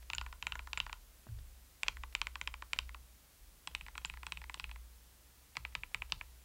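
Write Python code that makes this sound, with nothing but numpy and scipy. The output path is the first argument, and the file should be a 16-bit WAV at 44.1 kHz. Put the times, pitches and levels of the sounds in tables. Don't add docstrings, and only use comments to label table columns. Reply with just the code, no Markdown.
import sys
import numpy as np
from scipy import signal
from scipy.fft import rfft, irfft
from scipy.io import wavfile
from scipy.ndimage import map_coordinates

SR = 44100
rng = np.random.default_rng(int(sys.argv[2]) if len(sys.argv) > 2 else 0)


def makeup_ratio(level_db):
    decades = np.asarray(level_db, float) / 20
    return 10 ** decades


def wav_record(signal):
    frames = np.transpose(np.atleast_2d(signal))
    bounded = np.clip(frames, -1, 1)
    quanta = np.round(bounded * 32767).astype(np.int16)
    wavfile.write(sys.argv[1], SR, quanta)


N = 284004

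# t/s, cap level/dB peak, cap f/Hz, case level/dB re cap
NEAR_ROLLS = [(0.1, -27, 2550, -17.5), (0.133, -22.5, 2460, -24), (0.182, -22.5, 2890, -24.5),
              (0.212, -32, 2520, -9), (0.263, -35, 2300, -11.5), (0.326, -40, 2370, -6.5),
              (0.425, -26, 2600, -17.5), (0.468, -20, 2380, -21), (0.521, -24.5, 2770, -20.5),
              (0.554, -31.5, 1640, -11.5), (0.592, -30.5, 2360, -14.5), (0.672, -41, 1900, -5.5),
              (0.731, -24.5, 2540, -19.5), (0.774, -21.5, 2350, -19.5), (0.801, -18, 2800, -23.5),
              (0.928, -29.5, 2470, -13.5), (0.895, -37, 2340, -10), (0.864, -40.5, 2540, -2.5)]
PAIR_ROLLS = [(1.832, -19, 2360, -24.5), (1.882, -16, 2500, -20.5), (1.969, -36, 1920, -18),
              (2.035, -32.5, 2420, -8.5), (2.15, -18, 2390, -24.5), (2.215, -19.5, 2500, -17.5),
              (2.269, -24, 2190, -21.5), (2.355, -29.5, 2530, -11.5), (2.413, -24.5, 2260, -21),
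              (2.474, -22, 2510, -18.5), (2.54, -30.5, 2320, -14.5), (2.622, -34.5, 2340, -6.5),
              (2.732, -18.5, 2360, -22.5), (2.788, -18, 2610, -22), (2.892, -38, 2060, -16),
              (2.945, -37, 2520, -8.5)]
FAR_ROLLS = [(3.673, -28.5, 2760, -14), (3.749, -22, 2450, -24), (3.81, -33, 2500, -23.5),
             (3.864, -37, 2300, -18), (3.883, -37, 1900, -13.5), (3.953, -36, 2380, -12.5),
             (3.978, -30.5, 2380, -14), (4.048, -23, 2680, -20), (4.098, -28.5, 2470, -24.5),
             (4.138, -39.5, 2200, -12), (4.172, -38.5, 1850, -17), (4.231, -34.5, 2360, -11),
             (4.266, -30.5, 2540, -14.5), (4.321, -24.5, 2500, -19.5), (4.372, -31, 2490, -23.5),
             (4.416, -39, 2290, -14), (4.44, -37, 1990, -17), (4.496, -30.5, 2270, -13.5),
             (4.542, -31.5, 3100, -13.5), (4.597, -28, 2570, -18), (4.641, -27, 2530, -25.5),
             (4.693, -42, 2160, -15), (4.713, -35.5, 2550, -17.5), (4.759, -42, 2150, -11.5)]
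TAPS = [
    (5.568, -24.5, 2210, -16),
    (5.751, -21.5, 2400, -20),
    (5.945, -19.5, 2310, -24),
    (6.121, -20.5, 2750, -20),
    (5.65, -25, 2340, -21.5),
    (5.834, -26.5, 2340, -22.5),
    (6.02, -24.5, 2390, -20.5),
    (6.211, -28.5, 2320, -19.5),
]
# wall, stem level/dB re cap going down; wall, stem level/dB re cap coming up
NEAR_VOICES = [(-15, -32.5, -16, -29), (-21, -31.5, -23, -39), (-16, -41, -12, -29)]
PAIR_VOICES = [(-16, -29.5, -21, -32.5), (-13.5, -34, -17.5, -34.5)]
FAR_VOICES = [(-9.5, -24, -19, -35.5), (-15, -32, -19, -37), (-27, -35.5, -22, -32.5)]
TAP_VOICES = [(-13.5, -31.5, -27, -47), (-17.5, -36, -48, -45), (-24.5, -35, -52, -42),
              (-10, -34.5, -54, -42)]


def played():
    tables = [NEAR_ROLLS, PAIR_ROLLS, FAR_ROLLS, TAPS]
    voice_tables = [NEAR_VOICES, PAIR_VOICES, FAR_VOICES, TAP_VOICES]
    rows = []
    for group, (table, voices) in enumerate(zip(tables, voice_tables)):
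        for k, row in enumerate(table):
            down = k // len(voices) % 2 == 0
            voice = voices[k % len(voices)]
            wall_stem_db = voice[:2] if down else voice[2:]
            rows.append((*row, *wall_stem_db, down, group))
    return np.transpose(rows)


# start t/s, main low case f/Hz for soft blows, for sharp blows, cap wall f/Hz, stem f/Hz
KEY_GROUPS = [
    (0, 1006, 991, 4070, 7230),
    (1.5, 1054, 1013, 3580, 7360),
    (3.3, 980, 1026, 4050, 8000),
    (5.2, 998, 1030, 4200, 7430),
]
# second case mode f/Hz, mat thud level/dB, top grit level/dB, low, high echo level/dB
PLACES = [
    (1440, -21.5, 7, 2, 2.5),
    (1485, -22.5, 10, -1.5, 0),
    (1445, -18.5, 4, -1, 2.5),
    (1350, -17, 9, -1, 1),
]
# f/Hz (first row takes it from PLACES), level/dB, t60/s
CASE_MODES = [(1, 0, 0.013), (1747, -3, 0.014), (1990, -2, 0.012), (891.6, -13.5, 0.049),
              (563, -25, 0.0085)]
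LAG_S = 0.000697
PLATE_DB, CASE_SCATTER_DB, SLIP_TURNS = 2.0, 2.0, .07


def strokes():
    s, db, cap_hz, case_db, wall_db, stem_db, _, group = played()
    s = s + LAG_S
    group = group.astype(int)
    soft_hz, sharp_hz, wall_hz, stem_hz = np.array(KEY_GROUPS)[group, 1:].T
    second_hz, thud_db, top_db, *_ = np.array(PLACES)[group].T
    luck = rng.standard_normal((len(s), 26)).T
    sharpness = np.clip((stem_db + 35) / 6, 0, 1)
    low_hz = (soft_hz + (sharp_hz - soft_hz) * sharpness) * (1 + .015 * luck[9])
    wall_hz = wall_hz * (1 + .04 * luck[1])
    stem_hz = stem_hz * (1 + .015 * luck[5])
    contact_s, travel_s = .00013, .0009
    cap_t60_s, wall_t60_s, grit_t60_s, case_t60_s = .0052, .0026, .003, .012
    wall_level, stem_level, case_level = db + wall_db, db + stem_db, db + case_db

    push_s = contact_s * (1 + np.clip((-20 - wall_db) / 12, 0, 1.3))
    cap = ring(s, db - .6, cap_hz, cap_t60_s, push_s, 0, glide=0.07)

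    rest = ring(s, wall_level + 2.5, wall_hz, wall_t60_s, contact_s, 0.57)
    rest += ring(s, wall_level + 0.5, 5550 + 0 * s, wall_t60_s, contact_s, 0.052 * luck[4])
    plate_hz = 3250 * (1 + .045 * luck[2])
    rest += ring(s + travel_s, wall_level + PLATE_DB, plate_hz, cap_t60_s, 2 * contact_s, luck[3])
    rest += ring(s, stem_level + 17.0, stem_hz, 0.0034, contact_s, luck[6])
    rest += grit(s + travel_s, wall_level - 4, 2600, 6500, .004, grit_t60_s, count=5)
    rest += grit(s, stem_level + top_db, 9300, 13500, 0.00027, wall_t60_s, count=4)

    low_s = s + travel_s * 1000 / low_hz
    rest += ring(low_s, case_level + 4.0, low_hz, case_t60_s, travel_s, SLIP_TURNS * luck[10])
    for k, (hz, mode_db, t60_s) in enumerate(CASE_MODES):
        hz = hz if k else second_hz
        level_luck, hz_luck, turn_luck = luck[11 + 3 * k:14 + 3 * k]
        level = case_level + mode_db + CASE_SCATTER_DB * level_luck
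        at_s, rise_s = s + travel_s * 1000 / hz, travel_s * 800 / hz
        rest += ring(at_s, level, hz * (1 + .025 * hz_luck), t60_s, rise_s, SLIP_TURNS * turn_luck)

    rest += ring(s + .002, case_level + thud_db, 290 * (1 + .12 * luck[7]), .03, .0007, luck[8])
    rest += ring(s, wall_level - 0.5, 4650 * (1 + 0.0067 * luck[7]), 0.0037, contact_s, luck[8])

    wide = ring(s, db + 1.5, 1.01 * cap_hz, cap_t60_s / 2, contact_s / 2, 0)
    return cap + rest, wide + rest


# t/s, level/dB peak, f/Hz, cap level/dB re ping
PINGS = [
    (0.1487, -31.5, 7040, -13),
    (0.7789, -41, 7350, -9),
    (1.9087, -64, 7560, -12),
    (2.4379, -61, 7260, -3),
    (4.0553, -34.5, 7240, -13),
    (4.3304, -62, 8200, -12),
    (4.6044, -56, 8250, -1),
]


def pings():
    s, db, hz, cap_db = np.transpose(PINGS)
    s = s + LAG_S
    luck = rng.standard_normal((len(s), 2)).T
    out = ring(s, db, hz, 0.0077, 0.00013, luck[0])
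    out += grit(s, db + cap_db + 12, 2400, 5500, 0.00145, 0.0045, count=6)
    return out + ring(s, db + cap_db, 1500 + 0 * hz, 0.014, 0.0014, luck[1])


# t/s, level/dB peak, f/Hz
TOUCHES = [(0.028, -46.5, 2010), (0.4452, -49, 2470), (1.39, -48, 3520), (1.867, -37, 2630),
           (2.129, -44.5, 2620), (2.765, -42, 1900), (3.715, -48, 3010), (4.018, -46, 2620),
           (4.2868, -46, 1500), (4.576, -42, 2880), (5.5567, -37, 2330), (5.7264, -48, 2380),
           (5.917, -50.5, 2400), (6.1005, -46, 3030)]


def touches():
    s, db, hz = np.transpose(TOUCHES)
    hollow = ring(s + LAG_S, db - 6.0, hz, 0.0042, 0.00019, rng.random(len(s)))
    return hollow + grit(s - .003, db - 4.5, 510, 6300, 0.015, 0.0016, count=24)


# t/s, level/dB peak, f/Hz, t60/s
WRIST = [
    (1.269, -51, 198, 0.031),
    (1.266, -53, 343, 0.016),
    (1.268, -50, 600, 0.005),
    (1.2675, -56, 1050, .006),
    (1.268, -54, 1550, .006),
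    (1.287, -60, 265, 0.018),
    (1.288, -55, 1540, .012),
    (1.389, -62, 1690, .012),
]


def wrist():
    out = 0
    for s, db, hz, t60_s in WRIST:
        out = out + ring(np.array([s]), np.array([db]), hz, t60_s, 1 / hz / 2, 0)
    return out


# t/s, level/dB peak, rise/s, t60/s
ROCKS = [(.03, -57, 0.036, 0.73), (.18, -52.5, .04, 0.99), (.5, -51.5, 0.029, 0.92), (.77, -51.5, 0.06, 1),
         (1.31, -50, 0.023, 1), (1.83, -49.5, .025, 0.46), (1.97, -51, 0.025, 0.52), (2.15, -48, 0.024, .5),
         (2.42, -54, .03, 1), (2.75, -52, 0.018, 1), (3.39, -56, 0.012, 0.86), (3.73, -54, .04, 1),
         (4.07, -53, 0.018, 0.7), (4.34, -56, .03, .8), (4.61, -52.5, 0.018, 1), (5.72, -54.5, 0.037, 0.73),
         (5.95, -52.5, .03, 0.53), (6.12, -54, 0.027, .5)]
# t/s, level/dB peak, rise/s, t60/s
SHOVES = [(0, -52.5, 0.0013, 0.96), (.15, -47, 0.071, 0.42), (.42, -57, 0.022, 0.59),
          (.5, -51, 0.057, 0.79), (.73, -58.5, 0.021, 1.8), (1.295, -49, 0.02, 0.89),
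          (1.9, -49.5, 0.068, .7), (2.22, -53.5, 0.064, 0.76), (2.42, -53.5, 0.052, 0.7),
          (2.73, -49.5, 0.15, 0.67), (3.39, -62, 0.027, 1.1), (3.68, -56.5, 0.033, 1.4),
          (3.9, -57.5, 0.085, 0.94), (4.1, -54.5, 0.066, 0.6), (4.31, -54, 0.082, 0.88),
          (4.61, -49.5, 0.13, 0.66), (4.93, -67, 0.096, 3.2), (5.575, -53.5, 0.036, 0.77),
          (5.95, -54.5, 0.11, 0.58), (6.2, -59.5, 0.066, 1.2)]
# lower, upper thump level/dB
THUMPS = [(-66.5, -68), (-67.5, -69.5), (-72.5, -68), (-58.5, -62)]
THUMP_RISE_S = (.01, .006)
THUMP_T60_S = (.35, .15)
WRIST_THUMP_S = (1.285, 1.262)
WRIST_THUMP_DB = (-43, -62.5)
REST_DB = [-74, -75, -90, -95]
# f/Hz, level/dB, driver (0 rocks, 1 shoves, 2 lower, 3 upper thumps), pitch wander share
DESK_MODES = [(38.5, -3, 0, .08), (26, -19, 0, .1), (60.5, 0, 1, .025), (85, -7, 2, .03),
              (112, -3, 2, .025), (142, -8, 3, .04), (170, -2, 3, .025)]


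def desk():
    s, *_, down, group = played()
    thump_db = np.array(THUMPS)[group.astype(int)]
    levels = [sum(swell(*row) for row in ROCKS), sum(swell(*row) for row in SHOVES)]
    for k in range(2):
        at_s = np.append(s[down > 0], WRIST_THUMP_S[k])
        db = np.append(thump_db[down > 0, k], WRIST_THUMP_DB[k])
        db = db + 2.0 * rng.standard_normal(len(at_s)) * (at_s != at_s[-1])
        levels.append(swell(at_s, db, THUMP_RISE_S[k], THUMP_T60_S[k]))
    out = 0
    for hz, mode_db, driver, wander in DESK_MODES:
        phase = 2 * np.pi * np.cumsum(hz * (1 + wander * walk(14.))) / SR
        level = np.hypot(levels[driver], makeup_ratio(REST_DB[driver])) * makeup_ratio(mode_db + 0.25 * walk(12.0))
        out = out + np.sqrt(2) * level * np.sin(phase)
    return out


# f/Hz, level/dB, t60/s
ROOM_BANDS = [(713, -26, 0.059), (1336, -28, 0.23), (2233, -30.5, 0.24), (3510, -32.5, 0.29),
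              (5290, -35.5, 0.46), (7500, -38.5, 0.037)]


def room(x):
    t = np.arange(int(SR / 4)) / SR
    arrive = np.clip((t - .002) / .003, 0, 1) * (1 + 2.2 * np.exp(-t / .011))
    starts_s = np.array(KEY_GROUPS)[:, 0]
    group = np.searchsorted(starts_s, np.arange(N) / SR, side="right")
    out = 0
    for k in np.unique(group):
        echoes = rng.standard_normal(len(t)) * makeup_ratio(6 * rng.standard_normal(len(t)))
        tail = 0
        for hz, db, t60_s in ROOM_BANDS:
            part = band(echoes, hz / 1.483, hz * 1.33) * arrive * np.exp(-np.log(1000) * t / t60_s)
            db += PLACES[k - 1][3 if hz < 1500 else 4]
            tail = tail + makeup_ratio(db) * part / np.sqrt(np.sum(part ** 2) * SR / hz) * 10
        out = out + signal.fftconvolve(x * (group == k), tail)[:N]
    return out


# f/Hz, level/dB per Hz
HISS = [(20, -20), (60, 16), (115, 3.5), (360, -4), (1100, -6), (1700, -6.5), (6000, -8), (15700, -8)]
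HISS_DB = -64.5


def hiss():
    f = np.maximum(np.arange(N // 2 + 1) * SR / N, 1)
    hz, db = np.transpose(HISS)
    gain = makeup_ratio(np.interp(np.log(f), np.log(hz), db)) * (f > 15) * (f < 15800)
    x = irfft(rfft(rng.standard_normal(N)) * gain, N)
    return x * makeup_ratio(HISS_DB) / x.std()


def ring(s, db, hz, t60, rise, turn, glide=0):
    start = np.floor(s * SR).astype(int)
    steps = np.arange(int(SR * (t60 + 4 * np.max(rise))))
    hz, rise, turn = (np.reshape(v, (-1, 1)) for v in (hz, rise, turn))
    t = np.maximum((steps - (s * SR - start)[:, None]) / SR, 0)
    shape = (1 - np.exp(-t / rise)) ** 2 * np.exp(-np.log(1000) * t / t60)
    shape /= shape.max(axis=1, keepdims=True)
    bent = t + glide * 3 * rise * (1 - np.exp(-t / (3 * rise)))
    wave = makeup_ratio(db)[:, None] * shape * np.sin(2 * np.pi * (hz * bent + turn))
    return np.bincount((start[:, None] + steps).ravel(), wave.ravel(), N + len(steps))[:N]


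def grit(s, db, lo_hz, hi_hz, spread, t60, count):
    luck = rng.random((len(s), count, 4))
    when = s[:, None] + spread * luck[..., 0] ** 2
    hz = lo_hz * (hi_hz / lo_hz) ** luck[..., 1]
    size_db = db[:, None] - 10 * luck[..., 2] - 12 * luck[..., 0]
    return ring(when.ravel(), size_db.ravel(), hz.ravel(), t60, .00012, luck[..., 3].ravel())


def swell(s, db, rise, t60):
    return ring(np.atleast_1d(s), np.atleast_1d(db), 0, t60, rise, 1 / 4)


def walk(rate_hz):
    knots = rng.standard_normal(int(N / SR * rate_hz) + 4)
    x = map_coordinates(knots, [1 + np.arange(N) / SR * rate_hz], order=3)
    return x / x.std()


def band(x, lo_hz, hi_hz, order=2):
    sos = signal.butter(order, [lo_hz, min(hi_hz, .45 * SR)], "band", fs=SR, output="sos")
    return signal.sosfilt(sos, x)


def scene():
    near, spread = strokes()
    small = pings() + touches() + wrist()
    return (near + small + room(spread + small) + desk() + hiss())[None, :]


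def roll_off(x):
    return signal.sosfilt(signal.butter(12, 16470, fs=SR, output="sos"), x)


def record(dry):
    top = signal.ellip(10, .1, 70, 16300, fs=SR, output="sos")
    mix = signal.sosfilt(top, dry)
    return roll_off(mix)


dry = scene()
out = record(dry)
wav_record(out)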